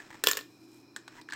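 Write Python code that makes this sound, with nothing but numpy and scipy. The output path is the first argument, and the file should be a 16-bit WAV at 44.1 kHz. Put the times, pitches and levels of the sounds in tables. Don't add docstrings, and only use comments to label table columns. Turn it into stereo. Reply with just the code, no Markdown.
import sys
import numpy as np
from scipy import signal
from scipy.fft import rfft, irfft, next_fast_len
from scipy.io import wavfile

SR = 44100
rng = np.random.default_rng(int(sys.argv[2]) if len(sys.argv) > 2 else 0)


def unload_audio(sound):
    columns = np.transpose(np.atleast_2d(sound))
    steps = np.round(np.clip(columns, -1, 1) * 32767)
    wavfile.write(sys.argv[1], SR, steps.astype(np.int16))


N = 59535
T = np.arange(N) / SR
SIZE = 2 * next_fast_len(N)
FREQS = np.maximum(np.arange(SIZE // 2 + 1) * SR / SIZE, 1)

ATTACK_S = 0.00024
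RESONANCE_OCT, TREBLE_HZ = 0.2, 5460

# frequency in Hz, relative noise density in dB per Hz.
SLIDE_COLOUR = [(100, -3), (500, -0.5), (1000, 1.5), (1900, 2.5), (3000, -3), (5000, -9.5), (8000, -7.5),
                (10000, -25.5), (16000, -18.5)]


def undb(db):
    return 10 ** (np.asarray(db) / 20)


def unit(x):
    return x / np.sqrt(np.mean(x ** 2))


def fade(t60):
    return np.exp(-np.log(1000) * T / max(t60, 1e-3))


def curve(points):
    hz, db = np.array(points).T
    return np.interp(np.log(FREQS), np.log(hz), db)


def bump(hz, octaves):
    return np.exp(-.5 * (np.log2(FREQS / hz) / octaves) ** 2)


def tint(x, db):
    cepstrum = irfft(np.log(undb(db)))
    cepstrum[1:SIZE // 2] *= 2
    cepstrum[SIZE // 2 + 1:] = 0
    response = np.exp(rfft(cepstrum))
    return irfft(rfft(x, SIZE) * response)[..., :N]


def pan(db):
    return undb(np.array([[1], [-1]]) * db / 2)


def place(x, at):
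    start = int(np.clip(at * SR, 0, N - 1))
    return np.pad(x, ((0, 0), (start, 0)))[:, :N]


def spread(x, alike_hz, balance):
    lag_s = 0.00024
    mid, side = rfft(x, SIZE)
    alike = 1 / (1 + (FREQS / alike_hz) ** 2)
    shared = mid * np.sqrt((1 + alike) / 2)
    opposed = np.array([[1], [-1]]) * side * np.sqrt((1 - alike) / 2)
    late = np.exp(-2j * np.pi * FREQS * alike * lag_s * np.array([[0], [1]]))
    return irfft((shared + opposed) * late * pan(curve(balance)))[:, :N]


def fan():
    # frequency in Hz, relative noise density in dB per Hz.
    air_colour = [(20, -37), (50, -34), (100, -14), (200, -12.5), (320, 4), (480, -18.5), (1000, -18.5),
                  (1900, -27), (3200, -31), (5000, -29.5), (8000, -34.5), (9800, -41.5), (15500, -38)]
    # frequency in Hz, width in octaves, height in dB.
    whistles = [(2436, .06, 18.9), (4040, 0.056, 15.1), (5270, 0.083, 14)]
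    # frequency in Hz, left against right in dB.
    air_balance = [(100, -7.5), (300, -3.5), (1500, -12), (3000, -0.5), (8000, -10), (10500, 13),
                   (16000, 2.5)]
    air_db, alike_hz, hum_hz, hum_db = -56, 2490, 121.5, -71.5
    colour = curve(air_colour) + sum(db * bump(hz, width) for hz, width, db in whistles)
    noise = tint(rng.standard_normal((2, N)), colour)
    air = unit(spread(noise, alike_hz, air_balance))
    hum = pan(db=-9.0) * unit(np.sin(2 * np.pi * hum_hz * T))
    return undb(air_db) * air + undb(hum_db) * hum


def room(x):
    # frequency in Hz, gain in dB.
    wall_colour = [(100, 6.5), (400, 6), (1500, 3.5), (4000, 3), (8000, 0), (11000, -1), (16000, -1)]
    level_db, t60_s, build_s = -14, 0.23, 0.0049
    build = 1 - np.exp(-(T / build_s) ** 2)
    tail = rng.standard_normal((2, N)) * fade(t60_s) * build
    tail = tint(unit(tail) / np.sqrt(N), curve(wall_colour))
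    return undb(level_db) * pan(db=-2.0) * signal.fftconvolve(x, tail, axes=1)[:, :N]


def friction(colour, at, rise, fall):
    slips_per_s = 3500
    slips = (rng.random(N) < slips_per_s / SR) * rng.standard_normal((2, N))
    swell = np.exp(-.5 * ((T - at) / np.where(T < at, rise, fall)) ** 2)
    return unit(tint(slips, colour)) * swell


def rustles():
    # peak time in seconds, rise in seconds, fall in seconds, level in dB.
    moves = [(0.521, 0.091, 0.062, -68), (0.639, .03, 0.018, -65.5), (.75, 0.053, 0.052, -62.5)]
    # frequency in Hz, relative noise density in dB per Hz.
    glove_colour = [(200, -2), (1500, -3), (4000, -1), (8000, 0.5), (10500, -8), (14000, -3), (16000, -20)]
    return sum(undb(db) * friction(curve(glove_colour), at, rise, fall) for at, rise, fall, db in moves)


def scrapes():
    # peak time in seconds, rise in seconds, fall in seconds, level in dB, resonance in Hz.
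    strokes = [(0.028, 0.14, 0.036, -53, 1700), (0.144, 0.066, 0.074, -55, 966),
               (1.188, 0.068, 0.012, -53, 1660)]
    peak_db, width_oct = 4.5, 0.14
    sound = 0
    for at, rise, fall, db, hz in strokes:
        colour = curve(SLIDE_COLOUR) + peak_db * bump(hz, width_oct)
        sound = sound + undb(db) * friction(colour, at, rise, fall)
    return sound


def squeak():
    at_s, width_s, level_db = 1.192, .008, -45.5
    note_hz, note_oct, octave_db = 965, .08, -6
    gain = bump(note_hz, note_oct) + undb(octave_db) * bump(2 * note_hz, note_oct)
    colour = 20 * np.log10(gain + 0.0042)
    return undb(level_db) * friction(colour, at_s, width_s, width_s)


def crack(t60):
    # frequency in Hz, left against right in dB.
    contact_balance = [(500, -5), (1200, 1), (2500, -0.5), (4500, 0), (6800, -6), (8300, -9), (10000, 9),
                       (12500, 8), (16000, -4.5)]
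    snap_db, snap_t60_s, alike_hz = -6, 0.0074, 1884
    count = N // 16
    decay = fade(t60) + undb(snap_db) * fade(snap_t60_s)
    envelope = (decay * (1 - np.exp(-T / ATTACK_S)))[:count]
    burst = rng.standard_normal((2, count)) * envelope
    even = irfft(np.exp(1j * np.angle(rfft(burst))), count)
    shaped = np.sign(even) * envelope
    return spread(np.pad(shaped, ((0, 0), (0, N - count))), alike_hz, contact_balance)


def scuffs():
    # start in seconds, relative level in dB.
    skips = [(0.104, -36), (0.1116, -39), (.128, -40.5), (0.1436, -38.5), (0.1528, -41)]
    lid_hz, width_oct, peak_db, t60_s = 910, 0.16, 9, 0.026
    resonances = bump(lid_hz, width_oct) + bump(2 * lid_hz, width_oct)
    colour = curve(SLIDE_COLOUR) + peak_db * resonances
    return sum(place(undb(db) * tint(crack(t60_s), colour), at) for at, db in skips)


def ring(modes):
    rattle_per_s, rattle_depth = 110, .7
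    pitch_scatter, scatter_db = .007, 1.5
    count = N // 3
    time = T[:count]
    knots = np.arange(0, T[count] + 2 / rattle_per_s, 1 / rattle_per_s)
    steady = np.sqrt(1 - rattle_depth ** 2)
    out = np.zeros((2, count))
    for hz, db, t60 in modes:
        chance = rng.standard_normal((2, 2, len(knots))) * rattle_depth / np.sqrt(2)
        flutter = np.array([np.interp(time, knots, steady + a + 1j * b) for a, b in chance])
        detune, stronger = rng.standard_normal(2)
        pitch = hz * (1 + pitch_scatter * detune)
        tone = np.exp((2j * np.pi * pitch - np.log(1000) / t60) * time)
        phase = np.exp(2j * np.pi * rng.random((2, 1)))
        out += undb(db + scatter_db * stronger) * (flutter * tone * phase).imag
    return np.pad(out, ((0, 0), (0, N - count))) * (1 - np.exp(-T / ATTACK_S)) / 2


def contact(surface, at, db, t60, bass_db, treble_db, hz, peak_db, housing_db, pan_db, coin_db=None):
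    # frequency in Hz, relative level in dB, t60 in seconds.
    housing_modes = [(68, -26, .2), (302, -10.5, 0.13), (1074, -7, 0.059), (1487, -31, 0.039),
                     (1670, -14.5, 0.081), (1778, 6.5, 0.075), (2774, -13.5, 0.24), (3105, -15, 0.21),
                     (4330, -6.5, 0.053)]
    # frequency in Hz, relative level in dB, t60 in seconds.
    coin_modes = [(3440, -10, 0.09), (4360, -16, 0.084), (6640, 3, 0.029), (7360, -7.5, 0.029),
                  (13400, 1, 0.03), (13600, 5.5, 0.03)]
    bass_hz = 720
    bass = 1 / (1 + (FREQS / bass_hz) ** 2)
    treble = 1 / (1 + (TREBLE_HZ / FREQS) ** 2)
    colour = surface + bass_db * bass + treble_db * treble + peak_db * bump(hz, RESONANCE_OCT)
    sound = tint(crack(t60), colour) + undb(housing_db) * ring(housing_modes)
    if coin_db is not None:
        sound = sound + undb(coin_db) * ring(coin_modes)
    return place(undb(db) * pan(pan_db) * sound, at)


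def taps():
    # start in seconds, relative level in dB, contact t60 in seconds, bass in dB, treble in dB,
    # resonance in Hz, its height in dB, housing ring in dB, left against right in dB.
    touches = [ (.001, -52.5, 0.049, 28, 9, 1840, 17, 1.5, 0),
               (0.9625, -35.5, 0.034, 11, 10.5, 1540, 8, -10, 0),
               (1.0787, -37.5, 0.025, 16.5, -1, 1380, 7.3, -43, 0),
               (1.2137, -47, 0.024, 11, 9, 4250, 10.5, -29, 4.5),
               (1.2875, -34, 0.023, -2.5, -16.5, 1820, 12.5, -12, 0),
               (1.3, -49, 0.025, 2, 2, 1690, 15, -16, 17),
               (1.3074, -30, 0.017, -22, -19, 3600, 3.5, -31, -4),
               (1.3227, -28, 0.019, -23, -6.5, 1730, 12.5, -0.5, 5.5),
               (1.3296, -35.5, 0.056, -6.5, -10, 1740, 14.7, -1.5, -1),
               (1.3343, -35.5, 0.032, 1, 5.5, 1780, 9.4, -15, 1),
               (1.348, -40.5, 0.026, 7, -14, 1200, 3.6, 3, -8)]
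    # frequency in Hz, relative gain in dB.
    lid_colour = [(60, -29.5), (330, 1), (600, -7), (900, 7), (1250, 4), (1700, 9), (2150, 4.5), (3100, 1),
                  (4000, 5.5), (4700, 0), (6300, -3), (8000, 0.5), (10000, -17.5), (15500, -19.5)]
    return sum(contact(curve(lid_colour), *row) for row in touches)


def housing_surface():
    # frequency in Hz, relative density in dB per Hz.
    knock_colour = [(40, -26.5), (200, -12), (380, -6.5), (1500, 4), (5000, 1), (8000, -1.5), (10500, -7.5)]
    # resonance in Hz, width in octaves, height in dB.
    body_resonances = [(450, 0.28, 14.5), (1064, 0.091, 8.5), (1420, 0.036, 4), (1763, 0.044, 7),
                       (2680, 0.03, 3.5), (3300, 0.13, 2), (4130, 0.21, 3), (5300, 0.061, 4.5),
                       (7470, 0.1, 4.5), (14040, 0.11, 8)]
    return curve(knock_colour) + sum(db * bump(hz, width) for hz, width, db in body_resonances)


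def chatter(surface):
    from_s, peak_s, to_s, first_share = .242, 0.25, 0.51, 0.65
    clicks_per_s, level_db, tilt_db = 900, -40, -1.5
    strengths = rng.uniform(.3, 1, N) * rng.standard_normal((2, N))
    clicks = (rng.random(N) < clicks_per_s / SR) * strengths
    swell = np.interp(T, [from_s, peak_s, to_s], [first_share, 1, 0], left=0) ** 2
    colour = surface + tilt_db * np.log2(FREQS / TREBLE_HZ).clip(0)
    return undb(level_db) * unit(tint(clicks, colour)) * swell


def bounces(surface):
    # start in seconds, relative level in dB, contact t60 in seconds, bass in dB, treble in dB,
    # resonance in Hz, its height in dB, housing ring in dB, left against right in dB, coin ring in dB,
    # second resonance in Hz, its height in dB.
    blows = [ (0.238, -20.5, 0.024, 0, 8.5, 1607, 11.5, -7, 2.5, -31, 2350, 2.5),
             (0.2639, -31.5, 0.026, -20, -8, 6560, 5, -36, 20, -20, 3730, 2),
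             (0.2709, -14, 0.014, 6.5, 3.5, 3186, 12, -49, 6, -2, 4940, 5.5),
             (0.2842, -22.5, .04, -5, 3.5, 4370, 1.5, 1, -1.5, -12, 1400, -3),
             (0.2868, -29.5, 0.064, -5.5, 10.5, 2750, 9, -29, -1.5, -16, 4260, -4),
             (0.3124, -25.5, 0.014, -14.5, 4, 1360, 2.5, -22, 15, -28, 2400, 8),
             (0.3132, -20.5, 0.01, -11, -0.5, 6750, 13, -15, 3.5, 1, 1415, 15.5),
             (0.332, -28.5, 0.018, 2.5, 0.5, 3900, 11.5, -3, 1.5, -12, 1270, 2),
             (0.352, -38, 0.036, 7, -11, 3150, 5, -28, 3, -23, 5060, 12),
             (.3707, -26.5, 0.038, 0, 4, 1710, 6, -3, 0, -20, 2860, 4),
             (0.3893, -38, 0.019, 2.5, -4, 3000, 14.5, -7.5, 9.5, -6, 1100, -3),
             (0.4098, -38.5, 0.013, 2, -6, 3900, 12.5, -41, 4, -23, 1700, 0)]
    sound = 0
    for *row, hz, db in blows:
        sound = sound + contact(surface + db * bump(hz, RESONANCE_OCT), *row)
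    return sound


def scene():
    inside = housing_surface()
    fall = bounces(inside) + chatter(inside)
    near = fall + taps() + scuffs() + scrapes() + rustles() + squeak()
    return near + room(near) + fan()


def record(dry):
    ceiling, top_hz = 1.25, 15900
    rounded = ceiling * np.tanh(dry / ceiling)
    low_pass = signal.ellip(10, .2, 80, top_hz, fs=SR, output="sos")
    return signal.sosfilt(low_pass, rounded)


dry = scene()
out = record(dry)
unload_audio(out)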